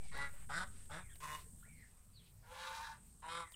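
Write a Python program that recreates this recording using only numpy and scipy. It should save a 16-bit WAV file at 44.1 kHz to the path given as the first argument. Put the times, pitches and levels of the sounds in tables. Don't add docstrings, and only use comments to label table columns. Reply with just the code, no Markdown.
import sys
import numpy as np
from scipy import signal
from scipy.io import wavfile
from scipy.ndimage import uniform_filter1d

SR = 44100
rng = np.random.default_rng(int(sys.argv[2]) if len(sys.argv) > 2 else 0)


def persist_wave(psi):
    counts = np.round(np.clip(psi, -1, 1) * 32767).astype(np.int16)
    wavfile.write(sys.argv[1], SR, np.atleast_2d(counts).T)


def decibels_to_gain(level_db):
    exponent = np.asarray(level_db, float) / 20
    return 10 ** exponent


N = 156555

# centre_hz, width_hz, level_db
CICADA_LEVEL = [(0, -61.5), (.7, -60.5), (1.55, -61.5), (1.9, -68), (2.7, -76.5), (3.05, -64.5),
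                (3.55, -61.5)]
CICADA_BANDS = [(8420, 700, 26), (7350, 1900, -39), (10300, 2000, -35.5)]
# start_s, level_db
ENGINE_LEVEL = [(0, -58.5), (1.45, -59), (1.8, -63), (3.55, -64.5)]
# frequency_hz, density_db (per Hz)
RUMBLE_SPECTRUM = [(20, 1.5), (100, -6), (200, -11), (300, -33.5), (450, -19)]
ENGINE_ORDERS = [-14.5, -6, -5.5]
# frequency_hz, density_db (per Hz)
AIR_SPECTRUM = [(250, -36), (500, -9.5), (6000, -16.5), (9000, -15.5), (15500, -10.5)]
# start_s, pitch_hz, level_db
BIRD_GLIDES = [
    [(0, 2284, -67), (.11, 2140, -74)],
    [(1.0, 2423, -68), (1.08, 2094, -69.5), (1.135, 1505, -66)],
    [(1.09, 3090, -72), (1.125, 3600, -72), (1.155, 2840, -69)],
    [(1.625, 1330, -61), (1.67, 2263, -68), (1.76, 2200, -70.5), (1.84, 1840, -62), (1.89, 1490, -95)],
    [(1.725, 5400, -88), (1.76, 4400, -84), (1.83, 4050, -83)],
    [(2.13, 4600, -77), (2.175, 4230, -60), (2.195, 3560, -67), (2.23, 2680, -73)],
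    [(3.44, 1978, -59), (3.5, 1889, -65.5), (3.525, 1940, -86)],
    [(3.515, 4880, -67), (3.535, 3500, -72), (3.55, 2800, -42.5)],
]
# start_s,
# length_s, low_hz, high_hz, level_db
SHUFFLES = [(.0, .14, 1840, 5260, -68.5), (.135, .027, 202, 680, -58), (.28, .2, 800, 2600, -67),
            (.68, .22, 900, 5000, -71), (1.19, .27, 8000, 15600, -63), (1.3, .16, 500, 5000, -65),
            (1.44, .057, 382, 480, -74), (1.655, .035, 394, 687, -73.5), (2.48, .5, 9500, 15600, -71),
            (.27, .12, 530, 600, -74), (0, .09, 550, 950, -70), (3.5, .05, 9000, 15600, -67),
            (1.15, .025, 600, 2500, -71), (2.2, .13, 2800, 4400, -74), (2.42, .06, 550, 800, -73),
            (2.93, .08, 400, 1800, -72)]
# start_s, level_db, pulse_rate_hz
HONK_1 = [(.115, -60, 134), (.14, -52.5, 135.5), (.17, -47.5, 139), (.206, -43, 141.3), (.255, -45, 140.6),
          (.272, -50.5, 138.2), (.3, -58.5, 141)]
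HONK_2 = [(.49, -58, 126.2), (.502, -47, 134.9), (.54, -43.5, 154.6), (0.58, -41, 176.3),
          (0.635, -45, 185.3), (0.654, -58, 186.3), (.69, -70, 189)]
HONK_3 = [(0.894, -63, 145.8), (0.91, -51.5, 149.6), (0.938, -50, 151.8), (0.986, -51, 182.3),
          (1.032, -64.5, 189)]
HONK_4 = [(1.203, -55.5, 149.7), (1.225, -53, 150.6), (1.24, -45.5, 151.6), (1.267, -50, 149.5),
          (1.33, -47, 151.8), (1.356, -47, 152), (1.377, -58.5, 147.6), (1.401, -57, 145)]
HONK_5 = [(2.425, -76.5, 156.1), (2.464, -65.5, 159.4), (2.521, -56.5, 173.6), (2.602, -51, 173.3),
          (2.721, -53.5, 178.7), (2.86, -66, 169.7)]
HONK_5_UPPER = [(2.5, -68, 284.5), (2.531, -55.5, 287), (2.6, -53, 290), (2.672, -48.5, 296.4),
                (2.72, -50.5, 298.6), (2.79, -48.5, 303.4), (2.922, -52, 296.8), (2.975, -68.5, 290)]
HONK_6 = [(3.222, -59.5, 151.6), (3.241, -51, 156.5), (3.278, -48, 163.7), (3.309, -47.5, 166.1),
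          (3.369, -44.5, 169.1), (3.407, -44.5, 170.5), (3.433, -49.5, 166.6), (3.456, -63.5, 163.8),
          (3.48, -66, 162)]
VOICES = [(.9, .13, .002, .45, .3), (.5, .65, .025, 1, .8), (.7, .65, .02, 1, .6), (.7, .3, .002, 1, 0),
          (.7, .45, .008, 1, 0), (.5, .58, .012, 1, 0), (.6, .2, .003, 1, .85)]
# chest_db, hiss_db (against the voice), pipe_spacing_hz, closed_beak_hz
CHEST_AND_PIPE = [(-13, -53, 632, 1440), (-13, -11.5, 590, 790), (0, -13.5, 640, 825),
                  (-13, -19, 560, 1550), (-24.5, -18, 540, 1460), (-52, -50, 640, 900),
                  (-19, -18, 535, 975)]
# opening_s, closed_resonance_db, throat_while_closed_db
BEAKS = [(0.081, 6.5, -3.5), (0.037, 10.5, 0.5), (0.033, 10, -6), (0.018, -4.5, -12), (0.037, 16, 4),
         (0.092, 8.5, -6.5), (0.066, 19.5, -3)]
# centre_hz, width_hz, level_db
THROATS = [
    [(463, 130, -5.5), (890, 250, -2), (1160, 180, -0.5), (1460, 360, -0.5), (1690, 150, -5.5),
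     (1960, 123, 6), (3880, 860, -14)],
    [(560, 210, -6), (970, 400, -2.5), (1230, 114, 7.5), (1490, 176, 8), (1960, 390, -6.5),
     (3620, 700, -5.5), (5250, 680, -19)],
    [(560, 220, 0), (836, 370, -1), (1227, 240, 5.5), (1600, 490, 2), (2200, 210, -16), (3580, 260, -4)],
    [(510, 390, -18.5), (957, 126, -1), (1030, 126, 4), (1470, 300, -10), (1980, 410, -9.5),
     (2623, 90, -9.5), (2890, 69, -6.5), (3600, 180, -8.5)],
    [(508, 60, 1.5), (877, 120, 5.5), (1050, 140, 1), (1377, 100, -0.5), (1624, 120, -5), (2060, 380, -7),
     (2950, 2300, -16.5)],
    [(928, 190, 1), (1120, 174, 0.5), (1380, 132, -0.5), (1656, 121, 4), (2000, 100, -11.5),
     (2470, 160, -6.5), (3165, 135, -16.5), (3720, 340, -6), (4820, 2700, -24)],
    [(522, 46, -4), (1076, 215, 4.5), (1390, 340, -4), (2130, 100, -3), (2470, 110, -6), (3130, 200, -5),
     (3680, 320, -7.5), (4160, 180, -9), (5080, 900, -22.5)],
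]
# delay_s, level_db
WALL_ECHOES = [(0.012, -11.5)]
# start_s, peak_db
TICKS = [(.177, -50), (.674, -57), (.857, -60), (1.157, -53), (1.232, -52), (3.521, -53)]


def rms_one(x):
    return x / np.sqrt(np.mean(x ** 2) + 1e-20)


def in_time(rows):
    s, *columns = np.transpose(rows)
    at = np.arange(int(max(s[0], 0) * SR), min(int(s[-1] * SR), N))
    return at[0], [np.interp(at / SR, s, column) for column in columns]


def whole_gain(rows):
    return decibels_to_gain(np.interp(np.arange(N) / SR, *np.transpose(rows)))


def edge_fade(size, ramp):
    n = np.arange(size)
    return np.minimum(np.minimum(n, n[::-1]) / ramp, 1)


def drift(rate_hz, size=N):
    r = np.exp(-2 * np.pi * rate_hz / SR)
    noise = rng.standard_normal(size + SR)
    return rms_one(signal.lfilter([1], [1, -2 * r, r * r], noise)[SR:])


def resonances(x, rows):
    out = 0
    for k, (hz, width_hz, db) in enumerate(rows):
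        r = np.exp(-np.pi * width_hz / SR)
        zeros = [(1 - r * r) / 2, 0, (r * r - 1) / 2]
        poles = [1, -2 * r * np.cos(2 * np.pi * hz / SR), r * r]
        out = out + (-1) ** k * decibels_to_gain(db) * signal.lfilter(zeros, poles, x)
    return out


def cut(x, hz, kind, order=2):
    return signal.sosfilt(signal.butter(order, hz, kind, fs=SR, output="sos"), x)


def coloured(spectrum, patchy_db):
    hz, db = np.transpose(spectrum)
    white = rng.standard_normal((2, N + SR // 2))
    edges = np.geomspace(hz[0], hz[-1], int(2 * np.log2(hz[-1] / hz[0])) + 2)
    out = 0
    for k, (low, high) in enumerate(zip(edges, edges[1:])):
        level = np.interp(np.log(low * high) / 2, np.log(hz), db)
        band = cut(white[k % 2], [low, high], "band")[SR // 2:]
        out = out + decibels_to_gain(level + patchy_db * drift(4.07)) * band
    return rms_one(out)


def tail(x, t60_s):
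    t = np.arange(SR // 2) / SR
    shape = cut(rng.standard_normal(len(t)), 3300, "low") * decibels_to_gain(-60 * t / t60_s)
    shape = shape * (t > .012)
    return signal.fftconvolve(x, shape / np.sqrt(np.sum(shape ** 2)))[:N]


def cicadas():
    broad = resonances(rng.standard_normal(N), [(8100, 7100, 0)])
    chorus = rms_one(resonances(broad, CICADA_BANDS))
    throb_db = 1.3 * drift(79) + 0.28 * drift(8.7) - 3.5
    return whole_gain(CICADA_LEVEL) * decibels_to_gain(throb_db) * chorus


def engine():
    rotation_hz = 27.8 * (1 + 0.0075 * drift(1.44))
    phase = 2 * np.pi * np.cumsum(rotation_hz) / SR
    tones = 0
    for order, db in enumerate(ENGINE_ORDERS, 1):
        tones = tones + decibels_to_gain(db + 2 * drift(1.3)) * np.sin(order * phase)
    return whole_gain(ENGINE_LEVEL) * (coloured(RUMBLE_SPECTRUM, patchy_db=4.0) + tones)


def air():
    return decibels_to_gain(-68 - 6) * coloured(AIR_SPECTRUM, patchy_db=3.1)


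def birds():
    out = np.zeros(N)
    for rows in BIRD_GLIDES:
        start, (hz, db) = in_time(rows)
        size = len(hz)
        hz = uniform_filter1d(hz, size=600, mode="nearest") * (1 + 0.0357 * drift(81.0, size))
        whistle = np.sin(2 * np.pi * np.cumsum(hz) / SR)
        burr = 1 + .5 * drift(260, size)
        out[start:start + size] += decibels_to_gain(db) * edge_fade(size, 300) * burr * whistle
    return out + decibels_to_gain(-11) * tail(out, t60_s=.22)


def shuffles():
    out = np.zeros(N)
    for s, length_s, low_hz, high_hz, db in SHUFFLES:
        start, size = int(s * SR), int(length_s * SR)
        puff = rms_one(cut(rng.standard_normal(size), [low_hz, high_hz], "band"))
        lumps = decibels_to_gain(db + 1.5 * drift(60, size))
        out[start:start + size] += puff * lumps * np.hanning(size) ** .5
    return out


def vocal_source(hz, phase, voice, pipe_hz):
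    onset, settled, _, weak, _ = voice
    size = len(hz)
    settle_s, shimmer_db, spread_rad = .1, 2, 1.35
    rough = settled + (onset - settled) * np.exp(-np.arange(size) / SR / settle_s)
    shifts = spread_rad * rng.standard_normal(size=100)
    pulses = 0
    for k in range(2, min(int(SR / 4 / hz.max()), len(shifts))):
        pulses = pulses + weak ** (k % 2) * np.cos(k * phase + shifts[k])
    pulses = rms_one(pulses)
    gate = (.5 + .5 * np.cos(phase - 1)) ** 2
    noise = rms_one((.22 + gate) * rng.standard_normal(size))
    noise = noise - decibels_to_gain(-12) * cut(noise, 1500, "low", order=1)
    source = np.sqrt(1 - rough) * pulses * decibels_to_gain(shimmer_db * drift(70, size)) + np.sqrt(rough) * noise
    loop = np.r_[1, np.zeros(int(SR / pipe_hz) - 1), -.25]
    reflected = signal.lfilter([1], loop, source) - source
    return source + cut(reflected, 2470, "high")


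def vocal_tract(source, swing_db, throat, beak, closed_hz):
    opens_s, closed_db, held_db = beak
    size = len(source)
    body = 0
    for k, (hz, width_hz, db) in enumerate(throat):
        broad = resonances(source, [(hz, 2 * width_hz, 0)])
        formant = resonances(broad, [(hz, width_hz, db)])
        wander = decibels_to_gain(3 * drift(14, size))
        body = body + (-1) ** k * formant * wander
    shut = np.exp(-(np.arange(size) / SR / opens_s) ** 4)
    closed = resonances(source, [(closed_hz, 90, 0)])
    body = decibels_to_gain(held_db * shut) * body + decibels_to_gain(closed_db) * shut * closed
    body = cut(body + decibels_to_gain(-20) * source, [380, 10500], "band", order=4)
    brighten = .4
    body = body + (decibels_to_gain(brighten * swing_db) - 1) * cut(body, 2370, "high")
    return body / np.sqrt(uniform_filter1d(body ** 2, size=1400) + 1e-20)


def honk(rows, voice, chest_and_pipe, beak, throat):
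    start, (db, hz) = in_time(rows)
    wobble, gap = voice[2], voice[4]
    chest_db, hiss_db, pipe_hz, closed_hz = chest_and_pipe
    size, swing_db = len(hz), db - db.max()
    phase = 2 * np.pi * np.cumsum(hz * (1 + wobble * drift(40.5, size))) / SR
    source = vocal_source(hz, phase, voice, pipe_hz)
    body = vocal_tract(source, swing_db, throat, beak, closed_hz)
    hiss = rms_one(cut(source, [4500, 8800], "band"))
    chest = np.cos(phase) + 0.33 * np.cos(2 * phase)
    chest = chest * np.minimum(np.arange(size) / SR / 0.047, 1)
    call = body + decibels_to_gain(min(chest_db, -5)) * chest + decibels_to_gain(hiss_db + .5 * swing_db) * hiss
    call = decibels_to_gain(db) * call
    for width_hz in (1200, 500):
        call = call - gap * resonances(call, [(6360, width_hz, 0)])
    out = np.zeros(N)
    out[start:start + size] = edge_fade(size, 60) * call
    return out


def geese():
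    calls = [HONK_1, HONK_2, HONK_3, HONK_4, HONK_5, HONK_5_UPPER, HONK_6]
    direct = sum(honk(*call) for call in zip(calls, VOICES, CHEST_AND_PIPE, BEAKS, THROATS))
    echoes = 0
    for delay_s, db in WALL_ECHOES:
        echoes = echoes + decibels_to_gain(db) * np.pad(direct, (int(delay_s * SR), 0))[:N]
    return direct + cut(echoes, 3100, "low") + decibels_to_gain(-25) * tail(direct, t60_s=.4)


def ticks():
    out, t = np.zeros(N + SR), np.arange(2000) / SR
    for s, db in TICKS:
        start = int(s * SR)
        burst = rng.standard_normal(len(t)) * decibels_to_gain(db - 60 * t / .015)
        bright = cut(burst, 8200, "high")
        dull = cut(burst, [600, 6000], "band")
        out[start:start + len(t)] += bright + decibels_to_gain(3.5) * dull
    return out[:N]


def scene():
    return (cicadas() + engine() + air() + birds() + shuffles() + geese() + ticks())[None]


def top_cut(x):
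    return signal.sosfilt(signal.butter(12, 15640, fs=SR, output="sos"), x)


def record(dry):
    offset = -0.011 * np.exp(-np.arange(N) / SR / 0.54)
    return top_cut(dry + offset)


dry = scene()
out = record(dry)
persist_wave(out)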